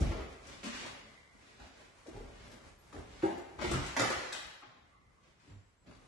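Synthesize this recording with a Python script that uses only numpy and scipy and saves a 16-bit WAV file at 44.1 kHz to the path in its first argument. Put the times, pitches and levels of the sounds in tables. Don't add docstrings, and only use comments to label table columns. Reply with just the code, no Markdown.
import sys
import numpy as np
from scipy import signal
from scipy.fft import rfft, irfft
from scipy.io import wavfile
from scipy.ndimage import uniform_filter1d

SR = 44100
rng = np.random.default_rng(int(sys.argv[2]) if len(sys.argv) > 2 else 0)


def to_linear_factor(level_db):
    exponent = np.asarray(level_db, float) / 20
    return 10 ** exponent


def transcribe(u):
    v = np.clip(np.atleast_2d(u).T, -1, 1)
    q = np.round(v * 32767).astype(np.int16)
    wavfile.write(sys.argv[1], SR, q)


N = 267951

# start_s [s], level_db [dB], treble_db [dB], left_right_db [dB]
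GRIT_TICKS = [(0.003, -32, 5.5, -0.5), (0.122, -39, -31, 11), (0.184, -39, -32, -9), (0.466, -45.5, 13, 22),
              (0.636, -34.5, -5, 11), (0.659, -37, -5, -4), (0.86, -31, -11, 4), (1.596, -42, -17, -1),
              (1.795, -56, -30, 1), (2.067, -49.5, -4, 19), (2.163, -42, -10, 5), (2.515, -40, -7.5, 6),
              (2.926, -40.5, -13, 10), (3.223, -30.5, -18.5, 2.5), (3.374, -40, -16, 8),
              (3.589, -35.5, -37, 17), (3.614, -27.5, -13.5, 12), (3.644, -31, -43, -14.5),
              (3.712, -22.5, -7, 7), (3.736, -26.5, -17.5, -4), (3.862, -31.5, -2, 11.5),
              (3.964, -18.5, -12.5, -6.5), (3.994, -13.5, -5.5, 2), (4.03, -23, -40, -10),
              (4.1, -23.5, -10, 8.5), (4.323, -25.5, -2.5, 9.5), (4.624, -39.5, -31, -1),
              (5.861, -58, -19, 1), (5.909, -43.5, -14.5, 1.5), (5.947, -52, -11, 13)]
# start_s [s], level_db [dB], pitch_hz [Hz], left_right_db [dB]
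CHIP_SNAPS = [(0.12, -37.5, 950, 2), (0.222, -42, 2050, 8), (0.095, -46, 674, 5), (0.15, -34.5, 440, -1),
              (0.16, -41, 660, -3), (2.164, -44, 865, 3), (2.925, -53, 1100, -8), (2.926, -53, 2400, 0),
              (2.945, -46, 705, -1), (3.223, -37, 2500, 3), (3.236, -38.5, 1550, -3), (3.77, -35, 1420, 2),
              (3.81, -46, 1330, 0), (3.714, -20.5, 7770, 3), (3.738, -25.5, 1310, 0),
              (3.966, -32, 1800, -2), (3.995, -30, 3770, 4), (3.996, -20, 5140, 10),
              (3.999, -32, 3160, -13), (4.323, -31, 1680, -1), (4.329, -23.5, 3800, -2),
              (4.328, -50, 5500, 0), (4.351, -28, 3168, 6.5)]
# start_s [s], level_db [dB], pitch_hz [Hz]
SOLE_KNOCKS = [(0.008, -31.5, 290), (0.11, -39, 332), (0.182, -39, 394), (0.243, -57, 437),
               (0.642, -42, 251), (0.667, -38.5, 236.6), (0.866, -57, 233), (1.349, -57.5, 220),
               (1.6, -55, 251), (0.801, -49, 226), (2.058, -52, 478), (2.082, -41, 327), (2.14, -49, 403),
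               (2.169, -52, 397), (2.208, -55, 480), (2.945, -51.5, 307), (2.974, -44.5, 378),
               (3.668, -39, 242), (3.704, -35, 210), (3.343, -43, 376), (3.612, -38, 563), (3.64, -32, 360),
               (3.712, -30, 344.6), (3.745, -36.5, 373), (3.969, -49, 243), (3.998, -37, 300),
               (4.034, -36, 407), (4.105, -50, 366), (5.865, -60, 310), (5.885, -56, 262)]
# pitch_ratio [1], level_db [dB], t60_s [s]
BOARD_OVERTONES = [(.8, -2, 0.028), (1.004, 3.5, 0.1), (1.127, 0, 0.058), (1.22, 10, 0.016),
                   (1.6, -26, 0.062), (1.95, -6, 0.07), (2.401, -34, 0.2), (2.75, -32, 0.14)]
# start_s [s], length_s [s], friction_db [dB], fade_db [dB], board_pressure_db [dB]
SCUFFS = [(0.0, 0.13, -48.5, 3, 8), (0.628, 0.1, -34, -13, 1), (2.061, 0.31, -61, -6.5, 13.5),
          (2.924, 0.12, -57.5, -8, 15.5), (3.227, 0.17, -55, -17.5, 26), (3.582, 0.07, -41.5, 6.5, 5.5),
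          (3.961, 0.13, -29, -11, 0.5), (4.093, 0.22, -39.5, -11.5, -20),
          (4.323, 0.12, -35.5, -18.5, -12.5), (4.616, 0.16, -60, -16, 8.5), (5.857, 0.12, -52, -28, 8.5)]
# start_s [s], length_s [s], friction_db [dB], board_pressure_db [dB]
SLIDES = [(0.069, 0.2, -51.5, 13), (0.4, 0.22, -49, -1), (0.684, 0.17, -39.5, -9.5), (0.799, 0.084, -44, 3),
          (1.377, 0.2, -57, 0.5), (1.543, 0.16, -54, 3.5), (1.68, 0.22, -59.5, 2.5),
          (2.301, 0.22, -53.5, -1), (2.449, 0.15, -68, 19.5), (3.059, 0.2, -53, -1), (3.6, 0.12, -38.5, 0),
          (3.69, 0.14, -39.5, 3.5), (3.799, 0.14, -40, -12), (4.181, 0.18, -50, -9),
          (4.421, 0.19, -66.5, -2), (5.171, 0.18, -66, 1), (5.348, 0.2, -61.5, -15),
          (5.415, 0.12, -69.5, 8)]
# freq_hz [Hz], density_db [dB per Hz]
GRIT_HISS = [(530, -28.5), (900, -0.5), (1370, -4.5), (1500, -4), (2010, -2.5), (2750, -3.5), (5210, -8),
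             (8760, -13), (9350, -31.5), (11100, -11.5), (12000, -53.5), (15600, -29.5), (22000, -120)]
# pitch_hz [Hz], width_hz [Hz], level_db [dB]
BOARD_BODY = [(262.5, 42, 9.5), (342, 82, 6.5), (410, 180, 1), (557, 50, 2), (637, 96, -2.5),
              (720, 140, -15), (1035, 51, -29)]
# start_s [s], level_db [dB], pitch_hz [Hz], t60_s [s]
THUDS = [(0.0095, -17, 71.5, 0.15), (0.012, -35.5, 201.4, 0.17), (0.031, -33, 45.3, 0.55),
         (0.058, -36, 72, 0.25), (0.06, -35, 260, 0.13), (1.02, -53.5, 215, 0.47),
         (3.16, -50, 45, 0.35), (3.645, -34, 360, 0.064), (0.641, -47, 378, .15),
         (1.598, -62, 419, .1), (2.93, -53, 555, 0.088), (3.735, -28.5, 135, 0.15),
         (5.469, -56.5, 291, 0.25), (5.53, -61.5, 210.5, 0.32), (5.869, -56, 190, .2),
         (1.601, -50, 61.4, 0.24), (2.152, -40, 40.7, 0.27), (2.178, -42, 43.7, 0.22),
         (2.225, -44, 41.3, 0.4), (2.14, -51, 152, 0.16), (2.2, -48, 236, 0.18),
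         (2.293, -55, 43.2, 0.17), (2.973, -42.5, 59.7, 0.62), (3.243, -44.5, 93, 0.27),
         (3.665, -32.5, 85.5, 0.13), (3.724, -24.5, 64.4, 0.2), (3.77, -34.5, 287.4, 0.24),
         (3.997, -34, 116, 0.31), (4.668, -58, 120, 0.14), (5.88, -55, 68.5, 0.29),
         (6.008, -71, 50.6, 0.3)]
# start_s [s], length_s [s], pitch_hz [Hz], level_db [dB]
SQUEAKS = [
    (2.45, .14, 11400, -72),
    (2.77, .07, 11400, -66),
    (3.33, .12, 11300, -71),
    (3.34, .12, 7000, -66),
]
# start_s [s], level_db [dB]
OFFCUT_BOUNCES = [
    (3.74, -49),
    (3.966, -27.5),
    (3.996, -20.5),
    (4.02, -43),
    (4.045, -49),
    (4.101, -28),
    (4.15, -42),
    (4.324, -42),
]
# pitch_hz [Hz], level_db [dB], t60_s [s]
OFFCUT_MODES = [(520, -2, 0.048), (636, -1.5, 0.047), (740, -5.5, 0.055), (1272, -5.5, 0.05),
                (1377, 4.5, 0.024), (1739, 1, 0.026), (2010, 4, 0.024), (2300, -3, 0.014)]
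# start_s [s], level_db [dB], pitch_hz [Hz], left_right_db [dB]
RATTLES = [(3.965, -29.5, 644, 10), (3.995, -29, 292, 1), (3.996, -27.5, 760, -4), (4.010, -28, 471, 1),
           (4.018, -27, 638, 4), (4.031, -28.5, 336, -5), (4.012, -23, 1410, 3), (4.016, -34, 2100, 2),
           (4.038, -25.5, 1280, -2), (4.053, -28, 756, -6), (4.093, -25, 1660, -4), (4.103, -31, 362, -2),
           (4.155, -33, 806, 4), (4.175, -39, 760, 7), (4.213, -40, 557, 0), (4.236, -42, 520, -6),
           (4.279, -43, 517, 4), (4.622, -44, 1230, -3), (4.624, -54, 746, 3), (4.634, -54, 360.5, 0),
           (0.853, -40, 955, -2), (0.862, -42, 560, 3), (0.77, -35, 1580, 0), (1.594, -55, 1200, 2),
           (1.616, -51, 840, 0), (1.475, -62, 2100, 0), (1.8, -55, 600, 0), (1.638, -49, 700, 0),
           (1.655, -48.5, 830, -2), (2.064, -44, 560, 5), (2.172, -42, 410, -4), (2.205, -42.5, 445, -3),
           (2.928, -54, 1300, 0), (2.93, -46, 1890, -3), (2.947, -47, 520, 2), (2.956, -42, 407, 2),
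           (2.964, -41, 1790, -4), (3.265, -29, 844, 6), (3.29, -29.5, 805, 4), (3.318, -36, 827, 2),
           (3.336, -37, 845, 3), (3.377, -34.5, 363, -4), (3.226, -41, 1550, 4), (3.278, -43, 1620, 0),
           (3.295, -35, 1700, -3), (3.968, -26, 1860, 0), (3.735, -38, 1340, 4), (0.64, -46, 4100, 0),
           (0.7, -48, 5200, 0), (0.79, -39, 3560, 0)]
# pitch_hz [Hz], level_db [dB], t60_s [s]
PLANK_MODES = [(135, -15.5, 0.104), (327, -0.5, 0.18), (374, -3.5, 0.15), (397, -9, 0.33),
               (529, -10.5, 0.096), (667, -28, 0.078), (756, -21.5, 0.48), (800, -21, 0.77),
               (818, -17.5, 0.48), (928, -20, 0.6), (1600, -16, 0.23)]
# start_s [s], level_db [dB]
PLANK_BLOW = (3.2305, -15.5)
# pitch_hz [Hz], level_db [dB], t60_s [s]
JOIST_MODES = [(38.8, -8.5, 0.94), (58.6, 4.5, 0.31), (73, -5, 0.03), (101, -5, 0.21), (138.5, -19, 0.55)]
# start_s [s], level_db [dB], letting_go_t60_s [s]
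LOADS = [(0.028, -24.5, 0.59), (0.48, -47, 1.7), (0.74, -54, 0.47), (0.859, -50.5, 1.3), (1.39, -60, .3),
         (1.63, -51, 0.23), (1.83, -66, 0.47), (2.15, -41.5, 0.9), (2.4, -52, 1.3), (2.55, -52, 0.1),
         (2.66, -52.5, 0.82), (2.989, -37, 0.24), (3.11, -50, 2.2), (3.38, -50, 0.17), (3.63, -35.5, 1.14),
         (3.76, -30, 0.34), (3.858, -56, 0.19), (4.05, -42.5, 0.65), (4.18, -44, 0.13), (4.47, -48, 0.15),
         (4.77, -60.5, 2.7), (5.03, -65, 2.2), (5.3, -64, 0.15), (5.52, -47.5, 0.4), (5.9, -48, 0.65),
         (6.04, -58, 0.17)]
# time_s [s], pitch_hz [Hz], level_db [dB]
GROAN = [
    (5.46, 89, -73),
    (5.51, 96.2, -60),
    (5.55, 100.5, -53),
    (5.6, 98.5, -54),
    (5.63, 101, -87),
]
# time_s [s], pitch_hz [Hz], level_db [dB]
BIRD = [
    (5.47, 6980, -86),
    (5.502, 7550, -79),
    (5.61, 7100, -81),
    (5.652, 7820, -83),
    (5.706, 7660, -85),
    (5.744, 7100, -99),
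    (5.772, 7260, -85),
    (5.808, 8000, -79),
    (5.86, 7200, -83),
]
# start_s [s], length_s [s], pitch_hz [Hz], level_db [dB]
OUTDOOR_WHINES = [
    (0.849, 0.67, 2050, -65.5),
    (4.699, 0.6, 2044, -76),
    (4.877, 0.15, 1150, -68),
    (5.02, .14, 1160, -75),
    (5.142, 0.095, 1140, -70),
]
# freq_hz [Hz], t60_s [s]
ROOM_DECAY = [(60, 0.74), (130, 0.46), (230, 0.62), (420, 0.98), (1100, 1), (2900, 1), (7700, 0.69)]
# freq_hz [Hz], density_db [dB per Hz]
AIR_SPECTRUM = [(18, -52), (30, -3.5), (108, -4), (132, -5.5), (317, -13), (461, -10), (1050, -9.5),
                (1140, -8), (1260, -11), (2350, -13.5), (3180, -17.5), (7640, -20.5), (12000, -28),
                (15600, -83), (22000, -120)]
# time_s [s], level_db [dB]
AIR_DRIFT = [(0.0, -58), (1.1, -61.5), (3.5, -58.5), (4.3, -59), (4.8, -72.5), (5.8, -70.5), (6.07, -64)]
# freq_hz [Hz], likeness [0-1]
LIKENESS = [(45, .995), (80, .97), (140, .6), (300, .62), (600, .15), (4000, .1), (8500, .45), (11000, .6)]
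# freq_hz [Hz], gain_db [dB]
MIC = [(18, -52.5), (30, -5), (45, -3.5), (2300, -2), (2500, -3.5), (2750, -3.5), (7500, -4), (8800, -3),
       (9350, -4.5), (9800, -5.5), (11650, -8.5), (11950, -57)]
# freq_hz [Hz], threshold [spreads]
HOLES = [(700, -30), (900, -3.2), (1700, -2.4), (2200, -2), (2500, -1.5), (3000, -1.6), (7300, -1.45),
         (7900, -.6), (8900, -.3), (9300, -.35), (9700, -.5), (9900, -1.4), (11500, -1.3)]
# freq_hz [Hz], threshold_db [dB]
GIVING_UP = [(1000, -40), (1500, -10), (7000, -10), (7800, -7), (8600, -4.5), (9100, 1.5), (9600, 2),
             (9700, -8), (11300, -10), (11750, -2)]
# freq_hz [Hz], share [1]
THINNING = [(7000, 0.67), (7800, 0.91), (9400, 0.91), (9800, .6)]
# freq_hz [Hz], side_gain_db [dB]
SIDE = [(40, -10), (70, -7.5), (120, 2), (250, 1), (6000, 0), (8500, 3), (9800, -3), (11500, -16)]

BITE_S, SWELL_DB = 0.011, -13
SOLE_HZ, SOLE_HZ_PER_DB = 1590, -19
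LOADING_DB_PER_S, REST_DB = 240, -71.5
SNAP_CYCLES, SNAP_RISE_S = 18.8, 0.00016
RATTLE_CYCLES, RATTLE_RISE_S = 25.6, 0.0014


def read(points, hz):
    f, value = np.transpose(points)
    return np.interp(np.log(hz + 1), np.log(f + 1), value)


def evened(x):
    return x / np.sqrt(np.mean(x ** 2) + 1e-20)


def add(mix, start_s, sound):
    part = mix[:, max(round(start_s * SR), 0):][:, :sound.shape[1]]
    part += sound[:, :part.shape[1]]


def panned(x, left_right_db):
    return x * to_linear_factor(np.array([left_right_db / 2, -left_right_db / 2])).reshape(2, -1)


def coloured(x, points):
    hz = abs(np.fft.fftfreq(4096, 1 / SR))
    log_gain = np.log(to_linear_factor(read(points, hz)))
    phase = -signal.hilbert(log_gain).imag
    taps = np.fft.ifft(np.exp(log_gain + 1j * phase)).real[:2048]
    taps = taps.reshape((1,) * (x.ndim - 1) + (-1,))
    return signal.oaconvolve(x, taps, axes=-1)[..., :x.shape[-1]]


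def resonate(x, hz, width_hz):
    turn = np.exp(2j * np.pi * np.cumsum(hz * np.ones(x.shape[-1])) / SR)
    r = np.exp(-np.pi * width_hz / SR)
    return 2 * (turn * signal.lfilter([1 - r], [1, -r], x / turn)).real


def noise_pair(size):
    a, b = rfft(rng.standard_normal((2, size)))
    hz = np.fft.rfftfreq(size, 1 / SR)
    same = np.clip(read(LIKENESS, hz), 0, 1)
    return hz, np.array([a, same * a + np.sqrt(1 - same ** 2) * b])


def ring(modes, rise_s, phases):
    t = np.arange(SR // 2) / SR
    x = 0
    for (hz, db, t60), phase in zip(modes, phases):
        x = x + to_linear_factor(db - 60 * t / t60) * np.sin(2 * np.pi * (hz * t + phase))
    x = x * (1 - np.exp(-t / rise_s))
    return x / abs(x).max()


def grit_ticks():
    out, t = np.zeros((2, N)), np.arange(2048) / SR
    cracks = rng.standard_normal((len(GRIT_TICKS), 2, 2048))
    for (start_s, db, treble_db, pan_db), crack in zip(GRIT_TICKS, cracks):
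        tilt = [(400, -35.0), (800, 5.5), (2200, -5.0), (5500, treble_db + 4.0), (11000, treble_db - 5.0)]
        blended = crack + .4 * crack[::-1]
        burst = blended * np.exp(-t / .006) * (1 - np.exp(-t / .004))
        tick = coloured(burst, tilt)
        add(out, start_s, panned(to_linear_factor(db - 4.5) * tick / abs(tick).max(), pan_db))
    return out


def sole_knocks():
    out = np.zeros((2, N))
    chance = rng.random((len(SOLE_KNOCKS), 2, len(BOARD_OVERTONES)))
    for (start_s, db, hz), (left, right) in zip(SOLE_KNOCKS, chance):
        modes = [(hz * ratio, mode_db, t60) for ratio, mode_db, t60 in BOARD_OVERTONES]
        board = np.array([ring(modes, .009, .1 * left), ring(modes, .009, .28 * right)])
        add(out, start_s, to_linear_factor(db + 3) * board)
    return out


def chips(rows, cycles, rise_s):
    out, t = np.zeros((2, N)), np.arange(4096) / SR
    for start_s, db, hz, pan_db in rows:
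        fall = to_linear_factor(db - 60 * t * hz / cycles)
        chip = fall * (1 - np.exp(-t / rise_s)) * np.sin(2 * np.pi * hz * t)
        add(out, start_s, panned(chip, pan_db))
    return out


def drag(rub_db, body_db):
    size = len(rub_db)
    draw = rng.random((size, 2, 3)).T
    stick_slip = evened(uniform_filter1d(rng.standard_normal(size), size=500))
    clumps = to_linear_factor(4 * np.tanh(stick_slip))
    happens = draw[0] < 4000 / SR
    strength = to_linear_factor(-3.0 * np.log(draw[2] + 0.0023))
    slips = happens * np.sign(draw[1] - .5) * strength * clumps

    body = sum(to_linear_factor(db) * resonate(slips.sum(0), hz, width) for hz, width, db in BOARD_BODY)
    body = body - uniform_filter1d(body, size=300)
    sole_hz = SOLE_HZ + SOLE_HZ_PER_DB * body_db
    sole = resonate(resonate(slips, sole_hz, 311), sole_hz, 360)
    hiss = evened(coloured(slips, GRIT_HISS))
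    dull = uniform_filter1d(hiss, size=9)
    hiss = dull + (hiss - dull) * to_linear_factor(-.4 * np.maximum(body_db, 0))
    sound = hiss + to_linear_factor(-27.0) * evened(sole) + to_linear_factor(body_db - 3.5) * evened(body)
    return to_linear_factor(rub_db - 8) * sound * signal.windows.tukey(size, .06)


def scuff(start_s, length_s, db, fade_db, body_db):
    t = np.arange(0, length_s, 1 / SR)
    return start_s, np.minimum(t / BITE_S, 1) * drag(db + fade_db * t / length_s, body_db)


def slide(start_s, length_s, db, body_db):
    stroke = np.linspace(-1, 1, round(length_s * SR))
    return start_s, drag(db + SWELL_DB * stroke ** 2, body_db)


def thuds():
    out = np.zeros((2, N))
    for start_s, db, hz, t60 in THUDS:
        modes = [(hz, 0, t60), (1.3 * hz, -6, t60), (1.9 * hz, -13, t60)]
        add(out, start_s, panned(to_linear_factor(db - 0.5) * ring(modes, 0.0048, (0, 0, 0)), 0))
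    return out


def whistle(start_s, length_s, hz, db):
    noise = rng.standard_normal((2, round(length_s * SR)))
    fuzzy = resonate(resonate(noise, hz, 210), hz, 230)
    return start_s, to_linear_factor(db) * evened(fuzzy) * np.hanning(fuzzy.shape[1])


def offcut_clatter():
    out, chance = np.zeros((2, N)), rng.random((len(OFFCUT_BOUNCES), 3, len(OFFCUT_MODES)))
    for (start_s, db), (left, right, spread) in zip(OFFCUT_BOUNCES, chance):
        modes = [(hz, mode_db - 6.4 * u, t60) for (hz, mode_db, t60), u in zip(OFFCUT_MODES, spread)]
        bounce = np.array([ring(modes, 0.0017, left), ring(modes, 0.0012, right)])
        add(out, start_s, to_linear_factor(db) * bounce)
    return out


def plank():
    out, (start_s, db) = np.zeros((2, N)), PLANK_BLOW
    turns = np.arange(len(PLANK_MODES)) / 2
    blow = np.array([ring(PLANK_MODES, 0.0026, turns), ring(PLANK_MODES, 0.0021, turns * 1.09)])
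    add(out, start_s, to_linear_factor(db) * blow)
    return out


def joists():
    push = irfft(noise_pair(N)[1], N)
    boom = sum(to_linear_factor(db) * evened(resonate(push, hz, 9.2 / t60 + 12)) for hz, db, t60 in JOIST_MODES)
    t = np.arange(0, N, 64) / SR
    load = to_linear_factor(REST_DB)
    for start_s, db, t60 in LOADS:
        since = t - start_s
        load = load + to_linear_factor(db + np.minimum(LOADING_DB_PER_S * since, -60 * since / t60))
    return to_linear_factor(-6.5) * np.interp(np.arange(N) / SR, t, load) * evened(boom)


def gliding_tone(rows, octave_db):
    time_s, hz, db = np.transpose(rows)
    t = np.arange(time_s[0], time_s[-1], 1 / SR)
    glide = uniform_filter1d(np.interp(t, time_s, hz), size=300)
    turn = 2 * np.pi * np.cumsum(glide) / SR
    wave = np.sqrt(2) * (np.sin(turn) + to_linear_factor(octave_db) * np.sin(2 * turn))
    level = to_linear_factor(np.interp(t, time_s, db))
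    return time_s[0], panned(level * wave * signal.windows.tukey(len(t), .06), 0)


def room(x):
    t, bands = np.arange(SR) / SR, np.log([hz for hz, _ in ROOM_DECAY])
    out, turn = np.zeros((2, N)), np.pi * 2.3 * np.arange(N) / SR
    for k in range(3):
        hz, z = noise_pair(SR)
        tail = 0
        for row, (_, t60) in zip(np.eye(len(ROOM_DECAY)), ROOM_DECAY):
            mask = np.interp(np.log(hz + 1), bands, row)
            tail = tail + irfft(z * mask, SR) * to_linear_factor(-60 * t / t60)
        tail = tail * (1 - np.exp(-(t / 0.0023) ** 2))
        tail[rng.integers(0, 2, 8), rng.integers(100, 1200, 8)] += 13.7 * rng.choice([-1, 1], 8)
        share = np.sqrt(2 / 3) * np.cos(turn + k * np.pi / 3)
        out += signal.fftconvolve(x * share, tail / np.linalg.norm(tail[0]), axes=1)[:, :N]
    return out


def air():
    hz, z = noise_pair(N)
    flicker = evened(uniform_filter1d(rng.standard_normal(N), size=3000))
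    level_db = np.interp(np.arange(N) / SR, *np.transpose(AIR_DRIFT)) + 1.8 * flicker
    return to_linear_factor(level_db) * evened(irfft(z * to_linear_factor(read(AIR_SPECTRUM, hz)), N))


def starved(x):
    mid_side = np.array([x[0] + x[1], x[0] - x[1]]) / 2
    hz, _, z = signal.stft(mid_side, SR, nperseg=2048, noverlap=1536)
    level = uniform_filter1d(np.log(abs(z) + 1e-9), size=4, axis=2)

    valley = uniform_filter1d(level, size=11, axis=1) - uniform_filter1d(level, size=61, axis=1)
    valley = valley / valley[:, (hz > 2000) & (hz < 7000)].std()
    kept = np.where(valley < read(HOLES, hz)[:, None], to_linear_factor(-35), 1)

    middle = level[:, (hz > 1000) & (hz < 5000)].mean(1, keepdims=True)
    share = uniform_filter1d(level, size=25, axis=1) - middle
    patches = rng.standard_normal((2, 86, z.shape[2] // 3 + 1)).repeat(12, axis=1).repeat(3, axis=2)
    share = share - np.median(share, axis=2, keepdims=True) + .4 * patches[:, :len(hz), :z.shape[2]]
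    kept[share < np.log(to_linear_factor(read(GIVING_UP, hz)))[:, None]] = to_linear_factor(-35)

    neighbours = uniform_filter1d(abs(z), size=25, axis=1)
    weak = (abs(z) < read(THINNING, hz)[:, None] * neighbours) & (hz[:, None] > 900)
    kept = kept * np.where(weak, to_linear_factor(-47), 1)
    kept[1] *= to_linear_factor(read(SIDE, hz))[:, None]
    mid, side = signal.istft(z * kept, SR, nperseg=2048, noverlap=1536)[1][:, :N]
    return np.array([mid + side, mid - side])


def scene():
    ticks, knocks = grit_ticks(), sole_knocks()
    ticks = ticks + chips(CHIP_SNAPS, SNAP_CYCLES, SNAP_RISE_S)
    knocks = knocks + to_linear_factor(-4.0) * plank()
    upper = offcut_clatter()
    lower = thuds() + to_linear_factor(2.5) * chips(RATTLES, RATTLE_CYCLES, RATTLE_RISE_S)
    for row in SCUFFS:
        add(upper, *scuff(*row))
    for row in SLIDES:
        add(upper, *slide(*row))
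    add(lower, *gliding_tone(GROAN, octave_db=-42))
    add(lower, *gliding_tone(BIRD, octave_db=-60))
    for row in SQUEAKS + OUTDOOR_WHINES:
        add(lower, *whistle(*row))
    wet = room(to_linear_factor(6.0) * upper + to_linear_factor(5.0) * ticks + to_linear_factor(-6.0) * knocks + to_linear_factor(-2.5) * lower)
    direct = to_linear_factor(-5.5) * plank() + upper + ticks + knocks + lower
    return direct + wet + joists() + air()


def top_cut(x):
    return signal.sosfilt(signal.butter(12, 12260, fs=SR, output="sos"), x)


def record(dry):
    mix = starved(coloured(dry, MIC))
    return top_cut(mix)


dry = scene()
out = record(dry)
transcribe(out)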